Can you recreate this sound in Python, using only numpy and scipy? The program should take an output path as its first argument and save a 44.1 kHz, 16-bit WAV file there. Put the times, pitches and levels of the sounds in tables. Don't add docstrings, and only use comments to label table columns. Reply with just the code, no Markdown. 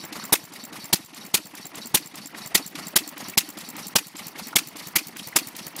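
import sys
import numpy as np
from scipy import signal
from scipy.fft import rfft, irfft
from scipy.io import wavfile
from scipy.ndimage import uniform_filter1d

SR = 44100
rng = np.random.default_rng(int(sys.argv[2]) if len(sys.argv) > 2 else 0)


def to_wav(sig):
    pcm = np.clip(np.atleast_2d(sig), -1, 1) * 32767
    pcm = np.round(pcm).astype(np.int16)
    wavfile.write(sys.argv[1], SR, pcm.T)


def undo_db(level):
    steps = np.asarray(level, float) / 20
    return 10 ** steps


N = 255780
T = np.arange(N) / SR


def evened(x):
    return x / np.sqrt(np.mean(x ** 2) + 1e-20)


def read(points, at):
    return np.interp(at, *np.transpose(points))


def highpass(order, hz, x):
    return signal.sosfilt(signal.butter(order, hz, "high", fs=SR, output="sos"), x)


def noise(tone, size=N):
    hz, db = np.transpose(tone)
    f = np.fft.rfftfreq(size, 1 / SR)
    gain = undo_db(np.interp(np.log(f + 1), np.log(hz), db, -70, -70))
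    return evened(irfft(rfft(rng.standard_normal(size)) * gain, size))


def band(hz, width):
    f = hz * np.geomspace(.25, 4, num=60)
    return np.c_[f, -20 * np.log10(1 + (2 * (f - hz) / width) ** 2)]


def gusty(ms, db):
    width = int(ms * 44)
    flicker = uniform_filter1d(uniform_filter1d(rng.standard_normal(N), width), width)
    return undo_db(db * evened(flicker))


def patchy(x, patch_db, frames=3, bins=4):
    z = signal.stft(x, nperseg=256)[2]
    field = uniform_filter1d(rng.standard_normal(z.shape[::-1]), frames, axis=0)
    field = uniform_filter1d(field, bins, axis=1)
    return signal.istft(z * undo_db(patch_db * evened(field).T), nperseg=256)[1][:len(x)]


def add(mix, s, sound):
    part = mix[round(s * SR):][:len(sound)]
    part += sound[:len(part)]


def ring(modes, rise_ms):
    t = T[:2600]
    turn = 2 * np.pi * t * rng.uniform(.994, 1.006)
    out = sum(undo_db(db - 60 * t / t60) * np.sin(hz * turn) for hz, db, t60 in modes)
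    out = out * (1 - np.exp(-1000 * t / rise_ms))
    return out / abs(out).max()


def puff(tone, rise_ms, fall_ms):
    ms = 1000 * T[:2600]
    shape = (1 - np.exp(-ms / rise_ms)) ** 2 * np.exp(-ms / fall_ms)
    return noise(tone, size=2600) * shape / shape.max()


# (valve seating [s], shake of the engine [dB], stem ring [dB], pitch of the skid's knock [Hz])
ENGINE_CYCLES = [(0.038, 1.5, -19.5, 167), (0.2389, 4.5, -18.5, 207), (0.439, -2, -26, 159),
                 (.638, 1.5, -19, 248), (.842, 2.5, -18, 165), (1.047, -4.5, -31, 153),
                 (1.2505, 0, -31, 200), (1.455, -1, -25, 193), (1.654, 1, -16.5, 161),
                 (1.8574, 2.5, -17, 240), (2.059, -1.5, -19, 167), (2.2578, 0.5, -15, 290),
                 (2.4598, 3, -16.5, 154), (2.6627, 3.5, -15.5, 188), (2.8688, 4, -14, 210),
                 (3.076, 4, -19, 298), (3.284, 5.5, -22, 187), (3.489, 2, -23, 287), (3.688, 2.5, -19, 240),
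                 (3.868, 4, -19, 202), (4.0684, -1.5, -29, 166), (4.268, 3.5, -29, 165),
                 (4.4697, 2.5, -42, 247), (4.672, 0.5, -28, 164), (4.87, 2.5, -40, 155),
                 (5.07, 1.5, -39, 156), (5.2716, 2.5, -41, 153), (5.471, 3, -48, 153),
                 (5.6668, 2.5, -49, 148), (5.868, 5.5, -45, 150)]
# (time [s], blast peak [dB], pipe thump [dB], 1 kHz colour [dB], second surge [dB])
FIRED_POPS = [(0.3258, 0, -25.5, 8.5, -13.5), (0.9291, -1, -30.5, 0.5, -18.5),
              (1.342, -2, -29.5, -0.5, -14.5), (1.945, -0.5, -24.5, 3, -12),
              (2.5482, -1, -34.5, -1.5, -13.5), (2.9595, -1, -34, 5, -13.5), (3.3754, -1, -27, -4.5, -16.5),
              (3.9568, -1, -26, 2, -10.5), (4.558, -1.5, -27, 1, -7.5), (4.9576, -2, -38, 4.5, -13),
              (5.3603, -1.5, -29.5, 2.5, -13)]


def governor():
    gap = np.transpose(ENGINE_CYCLES)[0][:, None] - np.transpose(FIRED_POPS)[0]
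    fired = (gap > 0) & (gap < .15)
    charged = (gap < 0) & (gap > -.15)
    return fired.any(1), charged.any(1)


# (frequency [Hz], level [dB])
GAS_SPECTRUM = [(470, -69), (800, -13.5), (1660, -10.5), (2180, -4), (2840, -2), (4800, 1), (7450, -5.5),
                (11300, -4), (15000, -9.5), (16000, -16)]
# (frequency [Hz], level [dB])
RUMBLE_SPECTRUM = [(18, -24), (40, -26.5), (92, -21), (167, -3), (300, -4.5), (481, -12.5), (874, -8.5),
                   (1390, -11.5), (1530, -16), (1930, -9.5), (3000, -17), (3900, -27), (6600, -78)]
# (frequency [Hz], width [Hz], level [dB])
THROAT_MODES = [(3890, 160, -2), (4460, 300, 2), (5360, 350, -4.5), (5810, 240, -4)]
# (time [ms], level [dB])
GAS_CYCLE = [
    (-125, -59),
    (-112, -58.5),
    (-73.5, -38),
    (-52.5, -52.5),
    (-48, -48),
    (-1.5, -50.5),
    (-1, -58.5),
    (64.5, -58),
    (94, -81),
]
# (time [ms], level [dB])
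INTAKE_CYCLE = [(-112, -77), (-69, -70), (-42.5, -73), (-51, -35.5), (-0.5, -41), (31, -54.5),
                (62.5, -54.5), (94, -69.5)]
# (time [ms], level [dB])
RUMBLE_CYCLE = [(-125, -52), (-112, -42), (-93, -47), (-73.5, -41), (-49, -45), (1, -49), (-1, -42),
                (25.5, -50), (63, -47.5)]


def breathing():
    s, shake = np.transpose(ENGINE_CYCLES)[:2]
    fired, charged = governor()
    nearing_db = 0.7 * s
    push_db = 0.42 * shake + 0.5 * fired + nearing_db
    coast_db = 5.5 + 4 * fired + 3 * charged
    turn = np.searchsorted(s + .08, T)
    ms = 1000 * (T - s[turn])
    effort_s = np.ravel([s - .075, s + 0.075], "F")
    effort_db = np.interp(T, effort_s, np.ravel([push_db, coast_db], "F"))

    def smooth(db):
        return undo_db(uniform_filter1d(db, size=130))

    gas = noise(GAS_SPECTRUM) * smooth(read(GAS_CYCLE, ms) + effort_db) * gusty(3.1, 0.53)
    f = np.geomspace(2500, 9000, num=200)
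    throat = sum(undo_db(db) / (1 + (2 * (f - hz) / width) ** 2) for hz, width, db in THROAT_MODES)
    suck_db = read(INTAKE_CYCLE, ms) - 6 + 0.92 * shake[turn]
    whistle = noise(np.c_[f, 20 * np.log10(throat)]) * smooth(suck_db)
    shudder_db = read(RUMBLE_CYCLE, ms) + np.interp(T, s, shake)
    rumble = noise(RUMBLE_SPECTRUM) * smooth(shudder_db) * gusty(16.7, 2.37)
    return gas + whistle + rumble


# (time [s], peak [dB], pitch [Hz])
LINKAGE_KNOCKS = [(0.154, -31, 1290), (0.197, -32, 1040), (0.226, -33.5, 1340), (0.295, -28, 950),
                  (0.559, -33, 2080), (0.599, -45, 964), (0.756, -30, 1290), (0.799, -50, 1790),
                  (0.899, -35, 670), (1.581, -34.5, 1990), (1.783, -39, 890), (2.346, -26.5, 2020),
                  (2.384, -36, 899), (2.787, -27.5, 1280), (3.203, -28.5, 851), (3.336, -31, 2400),
                  (3.793, -36, 1940), (4.192, -31, 2130), (4.355, -32, 1960), (4.395, -27, 990),
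                  (4.53, -23.5, 1250), (4.802, -31, 2200), (5.162, -31.5, 1770), (5.193, -26.5, 3000),
                  (5.326, -30, 1870), (5.591, -31, 2790), (5.789, -32, 2090)]


def linkage():
    out = np.zeros(N)
    for s, peak_db, hz in LINKAGE_KNOCKS:
        add(out, s - .0015, undo_db(peak_db - 6.0) * puff(band(hz, 600), 1.8, 4.5))
    for s, size, pitch in rng.random((500, 3)):
        rattle = ring([(500 * 6.0 ** pitch, 0, .012)], 0.4)
        add(out, s * N / SR, undo_db(-53 + 11.6 * size) * rattle)
    return out


# (time [s], chuff peak [dB], brightness [dB per octave])
UNFIRED_CHUFFS = [(0.1248, -26.5, -2.5), (0.521, -39, -2), (0.7265, -32.5, -2), (1.1332, -37, -8),
                  (1.5385, -38, -18), (1.7443, -33.5, -8), (2.1421, -36, -8), (2.3456, -36, -8),
                  (2.753, -25.5, -4), (3.1689, -30, -10), (3.5714, -31, -2), (3.754, -29.5, -9.5),
                  (4.1538, -33.5, -6), (4.357, -33.5, -8), (4.757, -33, -4), (5.1614, -34, -9),
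                  (5.549, -33.5, -4.5), (5.752, -33, -9)]


def frame():
    out = np.zeros(N)
    knocks = [(s - .004, -18.5 + 0.64 * chuff_db, 300.5) for s, chuff_db, _ in UNFIRED_CHUFFS]
    for (s, shake, _, hz), fired in zip(ENGINE_CYCLES, governor()[0]):
        shake_db = 0.87 * shake
        stroke_hz = 304.5 if fired else 211
        knocks.append((s - .003, -39 + shake_db, hz))
        knocks.append((s - .055, -40 + 1 * fired + shake_db, stroke_hz))
    for s, peak_db, hz in knocks:
        modes = [(hz, 0, 0.056 * (hz / 250) ** 1.0), (1.51 * hz, -7, .02)]
        level = (s > 0) * undo_db(peak_db + 1.5)
        add(out, max(s - .002, 0), level * ring(modes, 1.86))
    return highpass(2, 115, out)


# (frequency [Hz], level [dB], t60 [s])
STEM_MODE = [(7424, 0, 0.02)]
# (frequency [Hz], level [dB], t60 [s])
SEAT_MODE = [(14850, 0, .025)]
# (frequency [Hz], level [dB])
TICK_SPECTRUM = [(2000, -16.5), (5000, -6), (7000, -2), (10000, -4.5), (13000, -2.5), (14900, 2),
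                 (15900, -6)]
# (frequency [Hz], level [dB])
SPRING_SPECTRUM = [(6000, -27), (10000, -12), (13500, -8), (14900, -3), (15800, -5)]
# (time [s], ring [dB], tick [dB])
ROCKER_STRIKES = [(0.5357, -36, -46), (0.7404, -52, -52), (1.1457, -36.5, -49), (1.5508, -39, -44),
                  (1.7548, -30.5, -43), (2.155, -35, -43.5), (2.3574, -53, -65), (3.1787, -38, -43),
                  (3.586, -34, -44), (3.7656, -37, -43), (4.167, -31, -47), (4.768, -33, -44),
                  (5.168, -51, -40.5), (5.5645, -55, -38.5), (5.7633, -54, -36.5)]


def valve():
    out = np.zeros(N)
    bounce_s = 0.012
    for (s, shake, ring_db, _), fired in zip(ENGINE_CYCLES, governor()[0]):
        tick_db = -48 + 1.06 * shake + 1.55 * s
        bounce_ring_db = -25.5 + 0.57 * ring_db
        bounce_db = -38.5 + 1.2 * shake - 0.5 * fired
        clack = undo_db(ring_db - 13.5) * ring(STEM_MODE, 0.6)
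        add(out, s, clack + undo_db(tick_db + 6.5) * puff(TICK_SPECTRUM, 0.29, 4.0))
        bounce = undo_db(bounce_ring_db) * ring(STEM_MODE, 0.49)
        add(out, s + bounce_s, bounce + undo_db(bounce_db) * puff(TICK_SPECTRUM, 1.2, 4.8))
        screened_db = -0.5 - 2 * s
        contacts = ((0, tick_db + 2.5), (bounce_s, bounce_db), (.025, bounce_db - 5), (.038, bounce_db - 7))
        for delay, db in contacts:
            add(out, s + delay, undo_db(db + screened_db) * ring(SEAT_MODE, 0.78))
        add(out, s + 0.037, undo_db(bounce_db - 13.0) * puff(SPRING_SPECTRUM, .8, 1.9))
        add(out, s + 0.046, undo_db(bounce_db - 16.0) * puff(SPRING_SPECTRUM, 0.99, 4.7))
    for s, ring_db, tick_db in ROCKER_STRIKES:
        strike = undo_db(ring_db) * ring(STEM_MODE, 0.23)
        add(out, s, strike + undo_db(tick_db + 7.5) * puff(TICK_SPECTRUM, 0.79, 3.2))
    return out


def chuffs():
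    out = np.zeros(N)
    hz, db = np.transpose(GAS_SPECTRUM)
    for s, peak_db, bright_db in UNFIRED_CHUFFS:
        tone = np.c_[hz, db + bright_db * np.log2(hz / 3000)]
        add(out, s - .002, undo_db(peak_db - 7.0) * puff(tone, 5.9, 5.5))
    return out


# (late thump [dB], pipe-mouth howl [Hz], howl level [dB])
POP_HOWLS = [(-40, 3700, -17), (-12, 1400, -37), (-28, 2550, -26), (-25, 2430, -26), (-22, 1990, -17.5),
             (-38, 3800, -18.5), (-29, 2160, -20.5), (-25, 12000, -37), (-25, 2230, -16),
             (-24.5, 2160, -17.5), (-38, 2010, -33)]
# (time [ms], level [dB])
BLAST_ENVELOPE = [
    (-5.5, -49),
    (-1.5, -19.5),
    (1.5, -6.5),
    (4.5, -4.5),
    (9.5, -6.5),
    (16, -14),
    (25, -30),
    (86, -49.5),
    (139, -53.5),
]
# (time [ms], level [dB])
SURGE_ENVELOPE = [
    (20, -55),
    (26, -7),
    (30, -5),
    (36, -9),
    (45, -26),
    (70, -33),
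]
# (frequency [Hz], level [dB])
BLAST_SPECTRUM = [(180, -14), (300, -2), (555, -11), (1560, -6.5), (2030, -4.5), (2980, -2), (3700, -1),
                  (5430, -0.5), (11700, 2), (13800, 0.5), (16000, -6.5)]
# (frequency [Hz], level [dB])
SURGE_SPECTRUM = [(300, -29), (900, -3), (2500, -0.5), (5000, 3), (11000, -3.5), (16000, -5)]
# (frequency [Hz], level [dB], t60 [s])
PIPE_MODES = [(191.4, -3.5, 0.032), (287, 3, 0.014), (686, -3.5, 0.012)]


def pops():
    jets, thumps = np.zeros(N), np.zeros(N)
    size = 6500
    ms = 1000 * T[:size] - 5
    hz, db = np.transpose(BLAST_SPECTRUM)
    for (s, peak_db, thump_db, low_db, surge_db), (late_db, howl_hz, howl_db) in zip(FIRED_POPS, POP_HOWLS):
        colours = [low_db, 0, -4.5 + 0.55 * low_db]
        tone = np.c_[hz, db + np.interp(np.log(hz), np.log([1000, 4000, 12000]), colours)]
        blast = undo_db(peak_db - 6.0) * noise(tone, size)
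        blast = blast + undo_db(howl_db) * noise(band(howl_hz, 350), size)
        surge = undo_db(peak_db + surge_db - 8.0) * noise(SURGE_SPECTRUM, size)
        surge = surge + undo_db(surge_db - 14.5) * noise(band(2580, 450), size)
        surge = undo_db(read(SURGE_ENVELOPE, ms)) * (ms < 70) * surge
        add(jets, s - .005, undo_db(read(BLAST_ENVELOPE, ms)) * blast + surge)
        add(thumps, s - .0015, undo_db(thump_db + 13.0) * ring(PIPE_MODES + [(853, 2.3, 0.023)], 0.49))
        add(thumps, s + 0.00886, undo_db(late_db) * ring(PIPE_MODES, 0.7))
    jets = patchy(jets, 2.84) * gusty(1.0, 1.4)
    jets = jets + 0.38 * highpass(4, 900, jets ** 2)
    return jets + highpass(1, 110, thumps)


def scene():
    fired_s = np.transpose(FIRED_POPS)[0]
    since = T - np.r_[-1, fired_s][np.searchsorted(fired_s, T)]
    duck = undo_db(uniform_filter1d(-6.0 * np.exp(-since / 0.37), size=400))
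    steady = patchy(breathing(), 2.48) + linkage()
    return (pops() + chuffs() + valve() + frame() + steady * duck)[None]


# (frequency [Hz], depth [dB])
MASKING_DEPTH = [(500, 57), (1500, 11), (4000, 25.5), (8000, 15), (15000, 15)]
# (frequency [Hz], level [dB])
AUDIBLE_FLOOR = [(4000, -100), (7000, -94), (15000, -72)]


def masked(x):
    lead = 1024 - 700
    padded = np.r_[np.zeros(lead), x, np.zeros(-(N + lead) % 1024)]
    hz, _, z = signal.stft(padded, SR, nperseg=256, noverlap=192)
    level = uniform_filter1d(abs(z[:, 1:]) ** 2, size=5, axis=0)
    level = uniform_filter1d(level, size=2, axis=1)
    level = 10 * np.log10(level + 1e-20).reshape(len(hz), -1, 16)
    seen = level - 99 * (np.arange(16) > 11)
    coming = np.maximum.accumulate(seen[..., ::-1], axis=2)[..., ::-1]
    wander = 6.5 * rng.standard_normal((level.shape[1], 33, 4))
    wander = np.repeat(np.repeat(wander, 4, axis=1), 4, axis=2).transpose(1, 0, 2)[:len(hz)]
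    unmasked = level > coming - read(MASKING_DEPTH, hz)[:, None, None]
    audible = level > read(AUDIBLE_FLOOR, hz)[:, None, None] + wander
    keep = np.c_[np.ones(len(hz)), (unmasked & audible).reshape(len(hz), -1)]
    return signal.istft(z * keep, SR, nperseg=256, noverlap=192)[1][lead:lead + N]


def top_cut(x):
    return signal.sosfilt(signal.butter(12, 16790, fs=SR, output="sos"), x)


def record(dry):
    x = highpass(1, 40, dry[0])
    x = .85 * np.tanh(x / .85)
    x = signal.oaconvolve(masked(x), signal.firwin(255, 15800, fs=SR), "same")
    return top_cut(x[None])


dry = scene()
out = record(dry)
to_wav(out)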